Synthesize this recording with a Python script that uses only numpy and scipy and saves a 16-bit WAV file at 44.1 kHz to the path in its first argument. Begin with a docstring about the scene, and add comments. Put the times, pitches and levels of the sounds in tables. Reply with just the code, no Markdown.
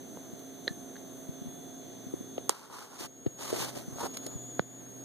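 """Workshop: a phone is held over a circuit board; a motor and a transformer hum, a switching supply whines.
Fingers tap and slide on the case. Air and rubbing are coloured noise; machines are wavering sines;
thumps, scrape grains and short rings are swelling, dying tone bursts; taps are noise bursts plus case
resonances. Two microphone ports are crossed into stereo, and a limiter ducks everything after the
loudest taps."""
import sys
import numpy as np
from scipy import signal
from scipy.fft import rfft, irfft, next_fast_len
from scipy.io import wavfile
from scipy.ndimage import uniform_filter1d

SR = 44100
rng = np.random.default_rng(int(sys.argv[2]) if len(sys.argv) > 2 else 0)


def store_wav(level_fs):
    """Save 16-bit WAV to argv[1]."""
    pcm = np.round(np.clip(np.atleast_2d(level_fs), -1, 1) * 32767)
    wavfile.write(sys.argv[1], SR, pcm.T.astype(np.int16))


N = 222345

# "common" is alike at both ports, "opposite" has opposite sign at each

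# room air density re AIR_DB_PER_HZ: f/Hz, common level/dB, opposite level/dB
AIR_COLOUR = [(30, 6, 14), (60, -15, -9), (95, -1, -10), (149, 5.5, -4), (269, 9, -6), (396, 3, -5),
              (645, -9, -14), (790, -11, -13.5), (970, -17, -17.5), (1880, -20, -20.5), (3550, -22, -21),
              (5650, -28, -30), (6530, -17, -19), (9100, -23, -24.5), (15000, -24, -21.5),
              (14600, -27, -27), (15400, -67, -61)]
AIR_DB_PER_HZ = -80.5

# motor orders: multiple of shaft rate [1], common level/dB, opposite level/dB
MOTOR_ORDERS = [(6, -63, -78), (8, -69, -80), (9, -69, -80), (10, -73, -77), (11, -66, -82), (12, -66, -75),
                (13, -79, -86), (27, -88, -70), (56, -87, -92), (58, -77, -79), (59, -73.5, -86),
                (63, -85, -92), (64, -82, -90), (69, -82, -90), (72, -86, -92), (78, -91, -89)]
SHAFT_HZ = 58.73
# motor fade as the phone turns away, before the shares below: t/s, level/dB
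FACING = [(0, -1), (.7, 0.5), (2.35, 1.5), (2.6, 1), (3.1, -4.5), (3.8, -5.5), (4.2, -2), (4.5, -2.5),
          (5.04, -6.5)]
FADE_SHARE_PER_ORDER, HUM_FADE_SHARE = 0.022, 0.38
# other steady tones: f/Hz, common level/dB, opposite level/dB
HUM_TONES = [(150, -63, -80), (180, -62, -80), (305, -63, -78), (240, -57, -75), (265.5, -49, -67),
             (398.3, -60, -73), (14828, -88, -86)]
# low drone: t/s, f/Hz, common level/dB
DRONE_TRACK = [(0, 119, -58), (1.6, 119, -62), (2.2, 118.3, -52), (2.9, 119.5, -57), (3.3, 125.5, -53),
               (3.7, 125, -45), (4.05, 124, -57), (4.42, 123.2, -44.5), (4.7, 124.2, -49),
               (5.04, 124.2, -48.5)]

# supply whine pitch: t/s, f/Hz
WHINE_PITCH = [(0, 6266), (.7, 6255), (1.33, 6284), (1.47, 6280), (1.505, 6470), (1.59, 6350), (1.62, 6310),
               (1.81, 6370), (1.85, 6270), (2.06, 6280), (2.35, 6390), (2.46, 6280), (2.7, 6310),
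               (3.0, 6510), (3.35, 6650), (3.5, 6638), (3.72, 6150), (3.8, 6140), (3.92, 6300),
               (3.95, 6460), (4.04, 6610), (4.2, 6650), (4.27, 6750), (4.39, 6780), (4.43, 6780),
               (4.52, 6760), (4.57, 6690), (4.79, 6720), (4.82, 6470), (4.96, 6540), (5.04, 6590)]
# whine level on top of its rise with pitch: t/s, level/dB
WHINE_SWELL = [(0, -1.5), (3.0, -1.5), (3.55, 1), (3.75, -2), (3.9, 1), (4.3, -1), (4.55, 0), (4.65, -3),
               (4.9, -0.5), (5.04, -1.5)]
WHINE_REST_HZ, WHINE_REST_DB, WHINE_DB_PER_KHZ = 6243, -59, 14.5
WHINE_TREMBLE_HZ, WHINE_JITTER_HZ, TREMBLE_PER_KHZ = 22.17, 50.73, 0.41  # first two: at rest pitch
SKIRT_ABOVE_HZ, SKIRT_SPREAD_HZ, SKIRT_REL_DB = 280, 330, -12.5
FAINT_HZ, FAINT_DB = 8130, -75.5

# soft hand bumps beside port one: t/s, peak level/dB, f/Hz
BUMPS = [(0.335, -30.5, 218), (1.419, -29, 200), (1.458, -31, 200), (1.471, -30.5, 204), (1.483, -35, 129),
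         (2.1398, -19, 310), (2.21, -28, 274), (2.383, -26.5, 330), (2.4974, -12, 432), (3.01, -22.5, 300),
         (3.046, -34, 122), (3.27, -16.5, 123), (3.529, -12.5, 407), (3.54, -19, 443), (3.928, -33, 130),
         (3.9592, -37, 128.6), (3.97, -37, 327), (4.1079, -38, 318), (4.2648, -27, 340),
         (4.2712, -29.5, 490)]
BUMP_SWELL_CYCLES, BUMP_FAR_REL_DB = 0.69, -25
# faint bumps at chance moments
FIDGET_PER_S, FIDGET_MIN_DB, FIDGET_MIN_HZ, FIDGET_OCTAVES = 1.2, -30, 123, 1.03
# thumps, scrape grains and short rings: t/s, port one peak level/dB, port two peak level/dB, f/Hz,
# swell/cycles
TONE_BURSTS = [(0.1729, -29, -28.5, 373, 0.25), (0.674, -40, -41, 3420, 2.5),
               (0.6744, -37, -32.5, 470, 0.95), (0.6799, -25.5, -22.5, 410, 0.71),
               (.9572, -53, -51, 1650, 2.2), (.9662, -51, -51, 1730, 3.3), (2.3811, -21, -43, 510, 0.75),
               (2.999, -39, -41, 800, 0.58), (2.4943, -41, -1, 7540, 0.75),
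               (2.4949, -42, -13.5, 2960, 0.33), (2.4951, -35, -14.5, 990, 0.73),
               (2.701, -32, -33, 940, 0.8), (3.262, -21, -43, 330, 0.55), (3.2651, -10, -36, 319, 0.62),
               (3.2675, -27, -43, 486, 0.95), (3.2734, -32, -56, 500, 0.83), (3.9856, -29, -37, 694, 0.49),
               (4.0052, -40, -32, 906, 3.2), (4.017, -33, -35, 900, 2.07), (4.038, -36, -37, 1050, 2.2),
               (4.0595, -30, -31, 750, 0.67), (4.0646, -32, -32, 708, 0.83), (4.172, -48, -40, 1290, 0.84),
               (4.2667, -46, -40, 4270, 2.5), (4.173, -46, -34.5, 4140, 2.8),
               (4.5944, -46, -25, 4380, 0.57), (4.595, -30, -11.5, 1340, 0.38),
               (4.5949, -23, -14.5, 443, 0.55), (4.5985, -23, -16, 149.6, 0.61)]

# nail ticks and scuffs: t/s, port one peak level/dB, port two peak level/dB, colour f/Hz, rise/ms,
# case ring level/dB re crack
TICKS = [(0.171, -49, -45, 2200, 0.53, -15), (0.3937, -48, -40, 9400, 0.42, -31.5),
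         (0.679, -22, -15, 3170, 0.67, 13.5), (0.9567, -48, -48, 2000, 0.73, -6),
         (0.9654, -45, -45, 2300, 0.72, -2), (2.38, -60, -32.5, 2150, 1.4, -33),
         (2.4942, -27.5, -21, 6350, 2.07, -32), (3.2639, -33, -59, 2130, 3, -35),
         (4.143, -65, -36.5, 6000, 6.8, -35), (4.171, -53, -26.5, 7000, 2.16, -27),
         (4.265, -47, -26, 6260, 1.4, -35), (4.2685, -50, -35, 7500, 1.0, -35),
         (4.596, -47, -29.5, 2370, 0.44, -35)]
# case resonances: f/Hz, level/dB, t60/s
CASE_MODES = [(470, -19, 0.013), (1815, -7.5, 0.02), (1680, -43, 0.1), (1733, -32, 0.15), (1774, -34, 0.16),
              (3600, -9.5, 0.011), (4090, 2.5, 0.0065), (4000, -40, 0.13), (4240, -39, 0.11)]
RATTLE_GAIN, RATTLE_DECAY_S = 0.26, 0.015

# skin on the case, noise colour: f/Hz, common level/dB, opposite level/dB
SKIN_COLOUR = [(100, 3.5, 2.5), (365, 11, 7), (644, 6, 5), (960, 4, -1), (1350, 1, -1), (1700, -5, -5.5),
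               (3360, -5.5, -4.5), (5850, -4, -4.5), (8300, -7, -6), (10940, -10, -11.5),
               (15300, -15.5, -14), (15900, -45, -47)]
# rubbing noise: finger strokes, and the noisy tail of the loud snap at 2.5 s: full at t/s,
# swell before it/s, length/s, hiss level/dB, scrape level/dB, rumble level/dB, level change over length/dB
RUBS = [(2.499, 0.002, 0.0077, -33, -36, -34.5, -2.5), (2.524, 0.012, 0.016, -38, -38.5, -43, -9.5),
        (2.549, 0.014, 0.15, -44, -44, -46.5, -9.5), (2.708, .003, 0.028, -54, -46, -47, -8),
        (2.759, 0.076, 0.12, -40.5, -41.5, -44, -11), (2.929, 0.053, 0.044, -47, -48.5, -48.5, -1),
        (3, 0.02, 0.052, -40, -45.5, -42, -1), (3.398, 0.027, 0.11, -45.5, -52, -47.5, 4.5),
        (3.535, 0.019, 0.029, -37.5, -48.5, -37.5, 0), (3.597, 0.042, 0.05, -38.5, -46, -40, 0.5),
        (3.659, 0.018, 0.035, -41.5, -48, -41, -2), (3.776, 0.11, 0.047, -48, -56.5, -46, -4),
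        (3.838, .02, .14, -64, -67, -59, 6.5), (4, 0.018, 0.056, -48, -48, -44.5, 3),
        (4.079, .02, 0.26, -61, -66, -54.5, -1)]
RUB_FALL_S = 0.025
GRIT_PER_S, GRIT_DECAY_MS = 160, 1.8
GRIT_MIN_DB, GRIT_SCATTER_DB = -17, 2.5  # catches over the even rub

PORT_LAG_SAMPLES, CROSS_GAIN = 17, 0.74
BASS_CUT_HZ, TOP_HZ = 54, 16050
LIMIT_DB, RELEASE_DB_PER_S, SLOPE = -13, 8.5, 1.0  # SLOPE: dB of cut per dB over


def amp(db):
    """dB to gain."""
    return 10 ** (np.asarray(db) / 20)


def curves(table):
    """Columns of a time table, interpolated to one value a sample."""
    t_s, *columns = np.transpose(table)
    return [np.interp(np.arange(N) / SR, t_s, c) for c in columns]


def walk(rate_hz):
    """Random levels held 1 / rate_hz and slewed twice; spread near 1."""
    hold = int(SR / rate_hz)
    steps = np.repeat(rng.standard_normal(N // hold + 1), hold)
    return 1.236 * uniform_filter1d(uniform_filter1d(steps, hold), hold)[:N]


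def ports(common, opposite):
    """The two microphone ports from their common and opposite parts."""
    return np.array([common + opposite, common - opposite])


def bands(colour, edges_hz):
    """Coloured noise at both ports, cut into soft-edged bands."""
    size = next_fast_len(N)
    log_f = np.log(np.arange(1, size // 2 + 2) * SR / size)
    hz, *parts_db = np.transpose(colour)
    white = rfft(rng.standard_normal((2, size))) * np.sqrt(SR / 2)
    pair = ports(*(w * amp(np.interp(log_f, np.log(hz), db)) for w, db in zip(white, parts_db)))
    below = [np.clip((np.log(e) - log_f) / 0.29 + .5, 0, 1) for e in edges_hz]
    return [irfft(pair * (hi - lo), size)[:, :N] for lo, hi in zip([0] + below, below + [1])]


def tone(hz, common_db, opposite_db, waver_db=2.0):
    """A wavering line; the opposite part runs a quarter cycle off, as from a path difference."""
    phase = 2 * np.pi * (np.cumsum(np.broadcast_to(hz, N)) / SR + rng.random())
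    pair = ports(amp(common_db) * np.sin(phase), -amp(opposite_db) * np.cos(phase))
    return np.sqrt(2) * amp(waver_db * walk(5.114)) * pair


def add(out, sound, t_s, one_db, two_db):
    """Lays a short sound, scaled to its peak, on both ports."""
    i = int(t_s * SR)
    out[:, i:i + len(sound)] += amp([[one_db], [two_db]]) * sound / np.abs(sound).max()


def air():
    """Room noise: bands swell together and flicker alone."""
    swell = walk(0.51)
    edges_hz = list(70 * 2 ** np.arange(0, 7.6, .75))
    noise = sum(amp(0.043 * swell + 1.0 * walk(11)) * b for b in bands(AIR_COLOUR, edges_hz))
    return amp(AIR_DB_PER_HZ) * noise


def motor():
    """Multiples of the shaft rate; turning away dims the high orders most."""
    (facing_db,) = curves(FACING)
    return sum(amp(facing_db * FADE_SHARE_PER_ORDER * order)
               * tone(order * SHAFT_HZ, common_db, opposite_db, waver_db=2.4)
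               for order, common_db, opposite_db in MOTOR_ORDERS)


def hum():
    """Transformer hum and other steady tones, following part of the motor's fade."""
    (facing_db,) = curves(FACING)
    return amp(HUM_FADE_SHARE * facing_db) * sum(tone(*line) for line in HUM_TONES)


def drone():
    """One low tone of wandering pitch, nearly alike at both ports."""
    hz, db = curves(DRONE_TRACK)
    return tone(hz + 1.191 * walk(4), db, db - 25)


def whine():
    """Free-running oscillator, louder and shakier as it climbs; hissy skirt and faint whistle above."""
    (hz,), (swell_db,) = curves(WHINE_PITCH), curves(WHINE_SWELL)
    climb_khz = (hz - WHINE_REST_HZ) / 1000
    db = WHINE_REST_DB + WHINE_DB_PER_KHZ * climb_khz + swell_db

    skirt_hz = hz + SKIRT_ABOVE_HZ + SKIRT_SPREAD_HZ * walk(700)
    skirt_db = db + SKIRT_REL_DB
    skirt = amp(3.5 * walk(900)) * tone(skirt_hz, skirt_db, skirt_db + 3)

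    shake_hz = WHINE_TREMBLE_HZ * walk(90) + WHINE_JITTER_HZ * walk(500)
    line_hz = hz + (1 + TREMBLE_PER_KHZ * climb_khz) * shake_hz
    line = amp(0.51 * walk(200)) * tone(line_hz, db, db - 8.0, waver_db=0.5)

    faint = tone(FAINT_HZ + 30 * walk(200), FAINT_DB, FAINT_DB)
    return line + skirt + faint


def fidgets():
    """Rows like BUMPS at chance times, levels and pitches."""
    chance = rng.random((int(FIDGET_PER_S * N / SR), 3))
    return [(0.07 + when * (N / SR - .3), FIDGET_MIN_DB + 5 * size,
             FIDGET_MIN_HZ * 2 ** (FIDGET_OCTAVES * pitch)) for when, size, pitch in chance]


def tone_bursts():
    """Bumps, thumps, scrape grains and short rings: a short swelling and dying tone burst each."""
    out, t = np.zeros((2, N)), np.arange(SR // 12) / SR
    bumps = [(t_s, db, db + BUMP_FAR_REL_DB, hz, BUMP_SWELL_CYCLES)
             for t_s, db, hz in BUMPS + fidgets()]
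    for t_s, one_db, two_db, hz, swell_cycles in bumps + TONE_BURSTS:
        rise_s = max(swell_cycles, .1) / hz
        envelope = (t / rise_s) ** 2 * np.exp(-2 * t / rise_s)
        burst = envelope * np.cos(2 * np.pi * hz * (t - rise_s))
        add(out, burst, t_s - rise_s, one_db, two_db)
    return out


def taps():
    """Ticks crack as band-passed noise bursts and ring the case's decaying modes."""
    out, t = np.zeros((2, N)), np.arange(SR // 12) / SR
    modes = sum(amp(db) * np.sin(2 * np.pi * hz * t) * 1000 ** (-t / t60_s) for hz, db, t60_s in CASE_MODES)
    ring = modes * (1 - np.exp(-t / 0.00025)) ** 2  # soft onset
    noises = rng.standard_normal((len(TICKS), len(t)))
    for (t_s, one_db, two_db, hz, rise_ms, ring_db), noise in zip(TICKS, noises):
        rise_s = rise_ms / 1000
        band_hz = [hz / 3.6, min(hz * 1.75, .4 * SR)]
        colour = signal.butter(3, band_hz, "band", fs=SR, output="sos")
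        burst = t / rise_s * np.exp(1 - t / rise_s)
        rattle = RATTLE_GAIN * np.minimum(t / rise_s, 1) * np.exp(-t / RATTLE_DECAY_S)
        crack = signal.sosfilt(colour, noise * (burst + rattle))
        add(out, crack / np.abs(crack).max() + amp(ring_db) * ring, t_s - rise_s, one_db, two_db)
    return out


def grit():
    """Gain that jumps at each chance catch of the skin and dies in a few ms."""
    catch_db = GRIT_MIN_DB + GRIT_SCATTER_DB * np.minimum(rng.exponential(size=N), 3)
    catch = (rng.random(N) < GRIT_PER_S / SR) * amp(catch_db)
    return 1 + signal.lfilter([1], [1, -np.exp(-1000 / GRIT_DECAY_MS / SR)], catch)


def rubbing():
    """Skin sticks and slips, and a snap trails off: three noise bands, the lower two roughened by grit."""
    rumble, scrape, hiss = (b / b.std() for b in bands(SKIN_COLOUR, [760, 1650]))
    t, power = np.arange(N) / SR, np.zeros((3, N))
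    for t_s, swell_s, length_s, *band_db, change_db in RUBS:
        knots_s = [-max(swell_s, .002), 0, length_s, length_s + RUB_FALL_S]
        envelope = np.interp(t - t_s, knots_s, [0, 1, 1, 0])
        drift_db = change_db * np.clip((t - t_s) / length_s, 0, 1)
        power += (envelope * amp(np.c_[band_db] + drift_db)) ** 2
    hiss_gain, scrape_gain, rumble_gain = np.sqrt(power)

    flicker = amp(1.0 * walk(50) + 1.5 * walk(600))  # shared by all bands
    hiss = amp(1.9 * walk(35)) * hiss_gain * hiss
    scrape = amp(1.1 * walk(150)) * scrape_gain * scrape
    rumble = amp(2.2 * walk(90)) * rumble_gain * rumble
    return flicker * (hiss + grit() * (scrape + rumble))


def scene():
    """Sum of all sources at the two ports."""
    return air() + motor() + hum() + drone() + whine() + tone_bursts() + taps() + rubbing()


def record(dry):
    """Each side is one port minus the other, delayed; slow-release peak limiter; steep top cut."""
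    dry = signal.sosfilt(signal.butter(3, BASS_CUT_HZ, "high", fs=SR, output="sos"), dry)
    other = np.pad(dry[::-1], ((0, 0), (PORT_LAG_SAMPLES, 0)))[:, :N]
    wet = dry - CROSS_GAIN * other

    peak_db = 20 * np.log10(np.abs(wet).max(axis=0) + 1e-9)
    over_db = np.maximum(peak_db - LIMIT_DB, 0)
    # the cut jumps to each overshoot and falls back at a steady dB rate
    ramp_db = RELEASE_DB_PER_S * np.arange(N) / SR
    cut_db = SLOPE * (np.maximum.accumulate(over_db + ramp_db) - ramp_db)
    # acts 60 samples late, smoothed over about 130
    late_db = signal.lfilter([1 / 130], [1, 1 / 130 - 1], np.pad(cut_db, (60, 0))[:N])

    top_cut = signal.ellip(10, .2, 70, TOP_HZ, fs=SR, output="sos")
    return signal.sosfilt(top_cut, wet * amp(-late_db))


dry = scene()
out = record(dry)
store_wav(out)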